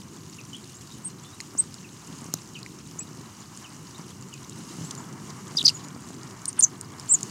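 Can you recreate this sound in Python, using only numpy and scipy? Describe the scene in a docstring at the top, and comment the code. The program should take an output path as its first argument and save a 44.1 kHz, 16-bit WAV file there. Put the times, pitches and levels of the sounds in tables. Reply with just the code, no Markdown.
"""Finches and tits feed on a wooden tray of seeds outdoors, heard by one microphone close by. Near birds give
sharp two-voiced chips and rasps, far ones faint whistles, all from gliding sines and noise. Noise bursts ring
as cracking, rustling husks and beaks knocking the tray; clicks ring the tray as feet land, and wings beating
over it push low puffs of air. Filtered noise makes the feather brushes, the low rumble, the far drone and the
hiss; sparse echoes surround it."""
import sys
import numpy as np
from scipy import signal
from scipy.fft import rfft, irfft
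from scipy.io import wavfile
from scipy.ndimage import uniform_filter1d

SR = 44100
rng = np.random.default_rng(int(sys.argv[2]) if len(sys.argv) > 2 else 0)


def wrap_up_sound(samples):
    """Save the sound to the file named by the first command line argument, as 16-bit audio."""
    columns = np.atleast_2d(samples).T
    # keep every value between -1 and 1, then stretch to whole-number steps
    tamed = np.clip(columns, -1, 1)
    steps = np.round(tamed * 32767).astype(np.int16)
    wavfile.write(sys.argv[1], SR, steps)


def attenuation_scalar(level_db):
    """Turn a level in dB into a linear amplitude multiplier (20 dB per decade)."""
    decades = np.asarray(level_db, float) / 20
    return 10 ** decades


N = 321930


def on_curve(rows):
    """Columns of a time table, one value per sample."""
    s, *columns = np.transpose(rows)
    return [np.interp(np.arange(N) / SR, s, column) for column in columns]


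def rms_one(x):
    """Scale to unit rms."""
    return x / np.sqrt(np.mean(x ** 2) + 1e-20)


def drift(rate):
    """Random wander of unit rms, with a new target rate times a second."""
    targets = rng.standard_normal(N // 40)
    return rms_one(np.interp(np.arange(N) * rate / SR, np.arange(N // 40), targets))


def cut(x, hz, kind, order):
    """Butterworth high- or low-pass."""
    return signal.sosfilt(signal.butter(order, hz, kind, fs=SR, output="sos"), x)


def band(x, low_hz, high_hz, top_order=2):
    """Keep what lies between two frequencies."""
    return cut(cut(x, low_hz, "high", order=2), high_hz, "low", order=top_order)


def ring(clicks, hz, t60):
    """A resonator: a unit click sets a dying sine of starting height 1 ringing."""
    r, w = attenuation_scalar(-60 / (t60 * SR)), 2 * np.pi * hz / SR
    return signal.lfilter([0, np.sin(w)], [1, -2 * r * np.cos(w), r * r], clicks + 1e-18)


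# background levels before patchiness: (t/s, rumble level/dB, drone level/dB, hiss level/dB)
BACKGROUND_LEVELS = [(0.0, -47, -55.5, -53.5), (1.6, -46, -55, -52), (2.2, -46, -51.5, -51),
                     (2.6, -46.5, -55.5, -53), (3.45, -47, -53.5, -51.5), (4.4, -46, -54, -54),
                     (4.8, -42, -49.5, -46), (5.05, -42.5, -49, -52.5), (5.4, -42.5, -50, -50.5),
                     (6.9, -46, -51.5, -54), (7.3, -41.5, -49, -45)]
# spectral tilt of the background, relative within each zone: (f/Hz, density level/dB per Hz)
BACKGROUND_COLOUR = [(25, -43), (100, -2.5), (146, 1), (368, -8), (510, -20.5), (800, -16), (1000, -10.5),
                     (1200, -12), (1450, -17.5), (2530, -23), (2900, -16), (3320, -25.5), (6730, -14.5),
                     (15200, -40), (16500, -28)]
# where the deep yields to rumble, rumble to drone and drone to hiss: (f/Hz)
ZONE_EDGES = [110, 550, 2400]


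def ground():
    """Coloured noise in four zones, each on its own level and gently patchy."""
    deep_db = -56.5   # the lowest zone has no level curve
    patchy_db, patch_rate = [.8, 1.5, 1.6, 1.0], [15, 22, 30, 20]   # dB rms, targets per second
    f = np.maximum(np.arange(N // 2 + 1) * SR / N, 1)
    hz, db = np.transpose(BACKGROUND_COLOUR)
    spectrum = rfft(rng.standard_normal(N)) * attenuation_scalar(np.interp(np.log(f), np.log(hz), db))
    zone = np.digitize(f, ZONE_EDGES)
    out = np.zeros(N)
    for k, level in enumerate([deep_db] + on_curve(BACKGROUND_LEVELS)):
        layer = rms_one(irfft(spectrum * (zone == k), N))
        out += attenuation_scalar(level + patchy_db[k] * drift(patch_rate[k])) * layer
    return out


def microphone_hiss():
    """Steady self-noise, high-passed into the top octave."""
    noise_db = -64   # before the high-pass
    return attenuation_scalar(noise_db) * cut(rng.standard_normal(N), 10500, "high", order=2)


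def surroundings(x, t60, wet_db):
    """Scattered echoes from posts, ground and reeds: a sparse dying tail."""
    t = np.arange(int(.25 * SR)) / SR
    echoes = rng.standard_normal(len(t)) * (rng.random(len(t)) < .08)
    tail = echoes * attenuation_scalar(-60 * t / t60) * (t > .003)
    return attenuation_scalar(wet_db) * signal.fftconvolve(x, tail / np.sqrt(np.sum(tail ** 2)))[:N]


def rustle(per_s, gain_db):
    """Many small husks shift and snap at random, in clumps, each a short gritty burst ringing a few cycles."""
    sizes = attenuation_scalar(4.5 * np.minimum(rng.exponential(1, N), 2.2))
    clumps = attenuation_scalar(3 * drift(25))
    clicks = sizes * (rng.random(N) < per_s * clumps / SR)
    pitches, dealt = np.geomspace(2300, 12500, 10), rng.integers(0, 10, N)
    grit, fade = rng.standard_normal(N), np.exp(-1 / (0.0026 * SR))
    out = np.zeros(N)
    for k, hz in enumerate(pitches):
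        burst = grit * signal.lfilter([1], [1, -fade], clicks * (dealt == k) + 1e-18)
        weight = attenuation_scalar(-10 * abs(np.log2(hz / 6800)))   # 10 dB less per octave from the favoured pitch
        out += weight * ring(burst, hz, 16.5 / hz)
    return attenuation_scalar(gain_db) * band(out, 2600, 10000)


# feathers brush the seeds: (start t/s, length t/s, level/dB at the height of the stroke)
FEATHER_BRUSHES = [(6.569, 0.034, -40.5), ]


def brushes():
    """A short soft swish: band-passed noise that swells and fades evenly."""
    t = np.arange(N) / SR
    stroke = np.zeros(N)
    for s, length, db in FEATHER_BRUSHES:
        stroke += attenuation_scalar(db) * np.interp(t, [s, s + .5 * length, s + length], [0, 1, 0])
    return stroke * rms_one(band(rng.standard_normal(N), 780, 2400))


# feet landing on the tray: (t/s, relative level/dB)
FOOT_LANDINGS = [(1.547, -34), (2.336, -25), (3.99, -36), (5.546, -32.5), (5.634, -32), (5.958, -32.5),
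                 (6.1, -34)]
# wing flurries over the tray: (start t/s, relative level/dB, number of beats)
WING_FLURRIES = [(2.214, -29.5, 3), (2.917, -33, 10), (4.77, -27, 3)]
# resonances of the wooden tray: (f/Hz, relative level/dB, t60 t/s)
TRAY_MODES = [(163, 3.5, 0.13), (256, 13.5, 0.022), (427, 3, 0.006), (645, 8.5, 0.006), (1200, 4, 0.0088)]


def thumps():
    """Feet land with soft blows 4.61 ms after first touch and ring the tray modes; wing beats give low puffs of
    air, with the upper modes held back. Strengths change each time."""
    beat_s, scatter_s = .032, .004
    blows = list(FOOT_LANDINGS)
    for s, db, beats in WING_FLURRIES:
        blows += [(s + k * beat_s + rng.normal(0, scatter_s), db) for k in range(beats)]
    blows = np.array(blows)
    at, out = ((blows[:, 0] + 0.00461) * SR).astype(int), np.zeros(N)
    soft_db = 5.9 * (np.arange(len(at)) >= len(FOOT_LANDINGS))   # feathers stir the upper modes less
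    luck_db = rng.normal(0, 1.2, (len(at), len(TRAY_MODES)))
    for k, (hz, db, t60) in enumerate(TRAY_MODES):
        clicks = np.zeros(N)
        clicks[at] = -attenuation_scalar(blows[:, 1] + db - 8 + luck_db[:, k] - k * soft_db)
        out += ring(clicks, hz, t60)
    return band(out, 156, 2100)


# husks cracking in beaks and beaks knocking the tray: (t/s, peak level/dB, ring f/Hz)
CRACKS_AND_KNOCKS = [(1.403, -22.5, 2000), (1.404, -24, 4360), (1.4098, -25, 6630), (1.7418, -28.5, 4860),
                     (2.2427, -28, 6800), (2.3385, -12.5, 5900), (2.339, -13, 13300), (2.63, -26.5, 4730),
                     (2.662, -27.5, 2170), (3.574, -29, 6600), (4.3393, -27, 6690.0), (4.4957, -25.5, 7360),
                     (4.909, -20.5, 3580), (4.9117, -21.5, 6400), (4.951, -27.5, 5870), (5.6276, -20.5, 6940.0),
                     (5.885, -28, 7040), (6.2324, -28.5, 6300), (6.4558, -16, 6300), (6.5294, -27, 6560),
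                     (6.608, -11.5, 5800), (6.811, -21.5, 9100), (6.997, -23.5, 5700), (7.2088, -23, 7150.0),
                     (7.2306, -12, 6900)]
# resonances all cracks and knocks share: (f/Hz, mean relative level/dB, t60 t/s)
CRACK_MODES = [(5100, -10, .003), (7000, -4.5, .004), (8500, -12, .003), (14500, -15, .002)]


def cracks_and_knocks():
    """Each crack or knock is a brief noise burst that rings at its own pitch and shares the common modes."""
    out, t = np.zeros(N), np.arange(700) / SR
    for s, db, hz in CRACKS_AND_KNOCKS:
        burst = rng.standard_normal(len(t)) * attenuation_scalar(-60 * t / 0.0075) * np.minimum(t / 0.00012, 1)
        sound = ring(burst, hz, min(15 / hz, .0035))
        for mode_hz, mode_db, t60 in CRACK_MODES:
            sound = sound + attenuation_scalar(mode_db + rng.normal(0, 1.34)) * ring(burst, mode_hz, t60)
        sound = cut(sound, min(0.92 * hz, 4900), "high", order=4)   # keep the bass out
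        sound = cut(sound, max(9000, 0.94 * hz), "low", order=2)
        i = int(s * SR)
        out[i:i + len(t)] += attenuation_scalar(db) * sound / np.abs(sound).max()
    return out


# voice quality by the time of the call, with a second voice just above the first that beats with it:
# (t/s, second voice share 0-1, gap f/Hz, air noise level/dB before filtering, unsteadiness as a factor)
VOICE_QUALITY = [(5.3, .04, 400, -36, 1), (5.5, .15, 550, -21, 1.5), (6.65, .5, 420, -34, 1.3),
                 (7.0, .1, 450, -34, 1.2)]


def whistle(add, s, hz, height, octave_db, flutter):
    """A gliding sine with a second voice, a faint octave, air noise and an unsteady membrane."""
    i = np.arange(int(s[0] * SR), int(s[-1] * SR))
    phase = 2 * np.pi * np.cumsum(np.interp(i / SR, s, hz)) / SR
    when, *quality = np.transpose(VOICE_QUALITY)
    share, gap_hz, air_db, unsteady = [np.interp(s[0], when, q) for q in quality]
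    noise = rng.standard_normal((3, 6000))
    smooth = uniform_filter1d(uniform_filter1d(noise[:2], size=30), size=30)
    shake = unsteady * flutter * smooth[:, :len(i)]
    first = np.sin(phase + shake[1])
    upper = share * np.sin(phase + 2 * np.pi * gap_hz * (i / SR - s[0]) + 4 * shake[0])
    octave = attenuation_scalar(octave_db) * np.sin(2 * phase + 5 * shake[1] + 8 * shake[0])
    air = attenuation_scalar(air_db) * band(noise[2], 6500, 9700)[:len(i)]
    add[i] += np.interp(i / SR, s, height) * (1 + shake[0]) * (first + upper + octave + air)


# one far bird repeats a down-slurred note: (start t/s, first f/Hz, first-voice peak level/dB)
SLURRED_NOTES = [(0.385, 2870, -40.5), (1.842, 2860, -42.5), (2.549, 3230, -37), (3.004, 2650, -44),
                 (3.64, 3250, -42.5), (4.325, 3120, -41)]
# other far whistles: (start t/s, length t/s, first f/Hz, last f/Hz, first-voice peak level/dB)
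OTHER_WHISTLES = [(0.529, 0.024, 3120, 2850, -37), (0.545, 0.013, 2920, 3500, -35),
                  (0.556, 0.014, 3520, 2850, -40), (0.742, 0.023, 6240, 7400, -44),
                  (0.765, 0.02, 7520, 7550, -42), (0.912, 0.023, 3600, 4060, -45.5),
                  (1.095, .025, 4200, 4130, -51), (1.222, 0.115, 3400, 3680, -53),
                  (1.328, 0.027, 3720, 3960, -50), (3.402, 0.014, 7000, 7000, -41),
                  (3.944, 0.026, 3540, 4060, -45.5), (4.695, 0.035, 3800, 4120, -50),
                  (4.839, 0.052, 7170, 8060, -42.5), (4.974, 0.027, 7300, 6870, -39),
                  (5.007, 0.014, 7660, 7800, -45), (5.739, 0.052, 6970, 6730, -37.5),
                  (5.827, 0.052, 6720, 7040, -47)]


def far_birds():
    """Whistled glides that flatten out while the level swells, sags and fades."""
    slur_end_hz, slur_hz_per_s = 2380, 24000   # the mean fall sets each slur's length
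    out, shape = np.zeros(N), np.array([0, .15, .6, 1])
    slurs = [(s, (hz - slur_end_hz) / slur_hz_per_s, hz, slur_end_hz, db) for s, hz, db in SLURRED_NOTES]
    for start, length, first_hz, last_hz, db in slurs + list(OTHER_WHISTLES):
        glide = first_hz + (1 - (1 - shape) ** 1.49) * (last_hz - first_hz)
        height = attenuation_scalar(db) * np.array([0, 1, .6, 0])
        whistle(out, start + length * shape, glide, height, octave_db=-28, flutter=.9)
    return out


# a harsh caller's breath rasps around its strokes: (start t/s, length t/s, level/dB before chopping)
BREATH_RASPS = [(5.555, 0.07, -46), (5.638, .07, -39)]


def rasp():
    """Turbulent air in the throat, chopped unevenly, swelling and fading with the call."""
    t = np.arange(N) / SR
    effort = np.zeros(N)
    for s, length, db in BREATH_RASPS:
        corners = [s, s + 0.032 * length, s + 0.94 * length, s + length]
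        effort += attenuation_scalar(db) * np.interp(t, corners, [0, 1, 1, 0])
    air = band(rng.standard_normal(N), 4200, 8800, top_order=4)
    return effort * attenuation_scalar(3.4 * drift(300)) * rms_one(air)


# near chips, one row per whistled stroke; strokes overlap where both sides of the syrinx sound:
# (start t/s, length t/s, first f/Hz, middle f/Hz, last f/Hz, first-voice peak level/dB)
CHIP_STROKES = [(1.034, 0.029, 7170, 8160, 8500, -32), (1.044, 0.044, 8510, 8550, 7900, -27.5),
                (1.572, 0.024, 4700, 7100, 8300, -22.5), (1.581, 0.028, 8480, 8435, 8140, -11.5),
                (2.986, 0.011, 5200, 6850, 7750, -24), (2.99, 0.044, 7730, 7800, 7700, -33),
                (5.556, .02, 5700, 6200, 7100, -35), (5.569, .0105, 4650, 4900, 4850, -14),
                (5.576, 0.015, 5100, 5800, 4700, -25), (5.578, 0.012, 4000, 3650, 4200, -16.5),
                (5.5905, .009, 3900, 3700, 3000, -19), (5.602, .008, 3100, 3350, 3600, -25),
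                (5.6085, .012, 4050, 3600, 2600, -21.5), (5.648, .0135, 4350, 4850, 5200, -6),
                (5.6605, .0055, 5400, 6150, 5500, -9.5), (5.6648, .005, 5250, 4650, 4000, -5),
                (5.67, 0.0045, 4900, 4500, 3900, -14), (5.679, .0035, 4400, 4750, 4700, -3),
                (5.6815, .004, 4600, 4450, 4300, -8), (5.684, 0.0055, 3900, 3300, 2900, -23),
                (5.6845, .006, 7300, 5600, 4400, -17), (5.69, 0.005, 4300, 4650, 5200, -13),
                (5.692, 0.011, 2650, 2750, 2900, -28), (6.477, .02, 7550, 9200, 8100, -22.5),
                (6.481, 0.014, 7850, 7400, 4180, -30.5), (6.59, 0.016, 7900, 9000, 8200, -11),
                (6.6225, 0.0115, 7450, 6800, 6000, -10), (6.633, 0.008, 6300, 7250, 7200, -8),
                (6.637, 0.0145, 6250, 6300, 5900, -8), (7.086, 0.049, 7300, 7420, 8580, -11.5),
                (7.093, 0.044, 7950, 8260, 8930, -19.5), (7.132, 0.024, 8800, 8100, 7300, -20.5),
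                (7.132, .025, 7700, 7130, 6480, -10.5)]


def near_birds():
    """Strokes bend smoothly through three pitches; arches and steep falls peak early, the rest swell late."""
    early_peak, late_peak = 0.3, 0.82   # share of the length at which a stroke is loudest
    steep_fall = .9   # last pitch over first below which a stroke counts as falling
    swell_power, fade_power = 1.14, 0.48   # curve of the growth and of the dying away
    out, share = np.zeros(N), np.linspace(0, 1, num=25)
    for start, length, first_hz, middle_hz, last_hz, db in CHIP_STROKES:
        bend = np.polyfit([0, .5, 1], [first_hz, middle_hz, last_hz], 2)
        hz = np.polyval(bend, share)
        early = middle_hz > max(first_hz, last_hz) or last_hz < steep_fall * first_hz
        peak = early_peak if early else late_peak
        swell = (share / peak) ** swell_power
        fade = ((1 - share) / (1 - peak)) ** fade_power
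        height = attenuation_scalar(db) * np.minimum(swell, fade)
        whistle(out, start + length * share, hz, height, octave_db=-37, flutter=.5)
    return out


def scene():
    """All sources reach one microphone."""
    near, far, sharp = near_birds() + rasp(), far_birds(), cracks_and_knocks()
    near_echoes = surroundings(near + attenuation_scalar(-7) * sharp, t60=.085, wet_db=-17)
    far_echoes = surroundings(far, t60=.18, wet_db=-7)
    birds = near + far + near_echoes + far_echoes
    feeding = sharp + rustle(per_s=300, gain_db=-57) + thumps() + brushes()
    mono = birds + feeding + ground() + microphone_hiss()
    return np.array([mono, mono])


def roll_off(x):
    """The treble ends steeply here."""
    return signal.sosfilt(signal.butter(12, 16850, fs=SR, output="sos"), x)


def record(dry):
    """A steep low-pass removes the top of the spectrum."""
    low_pass = signal.cheby2(10, 40, 16350, fs=SR, output="sos")   # 40 dB down from 16350 Hz
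    mix = signal.sosfilt(low_pass, dry)
    return roll_off(mix)


dry = scene()
out = record(dry)
wrap_up_sound(out)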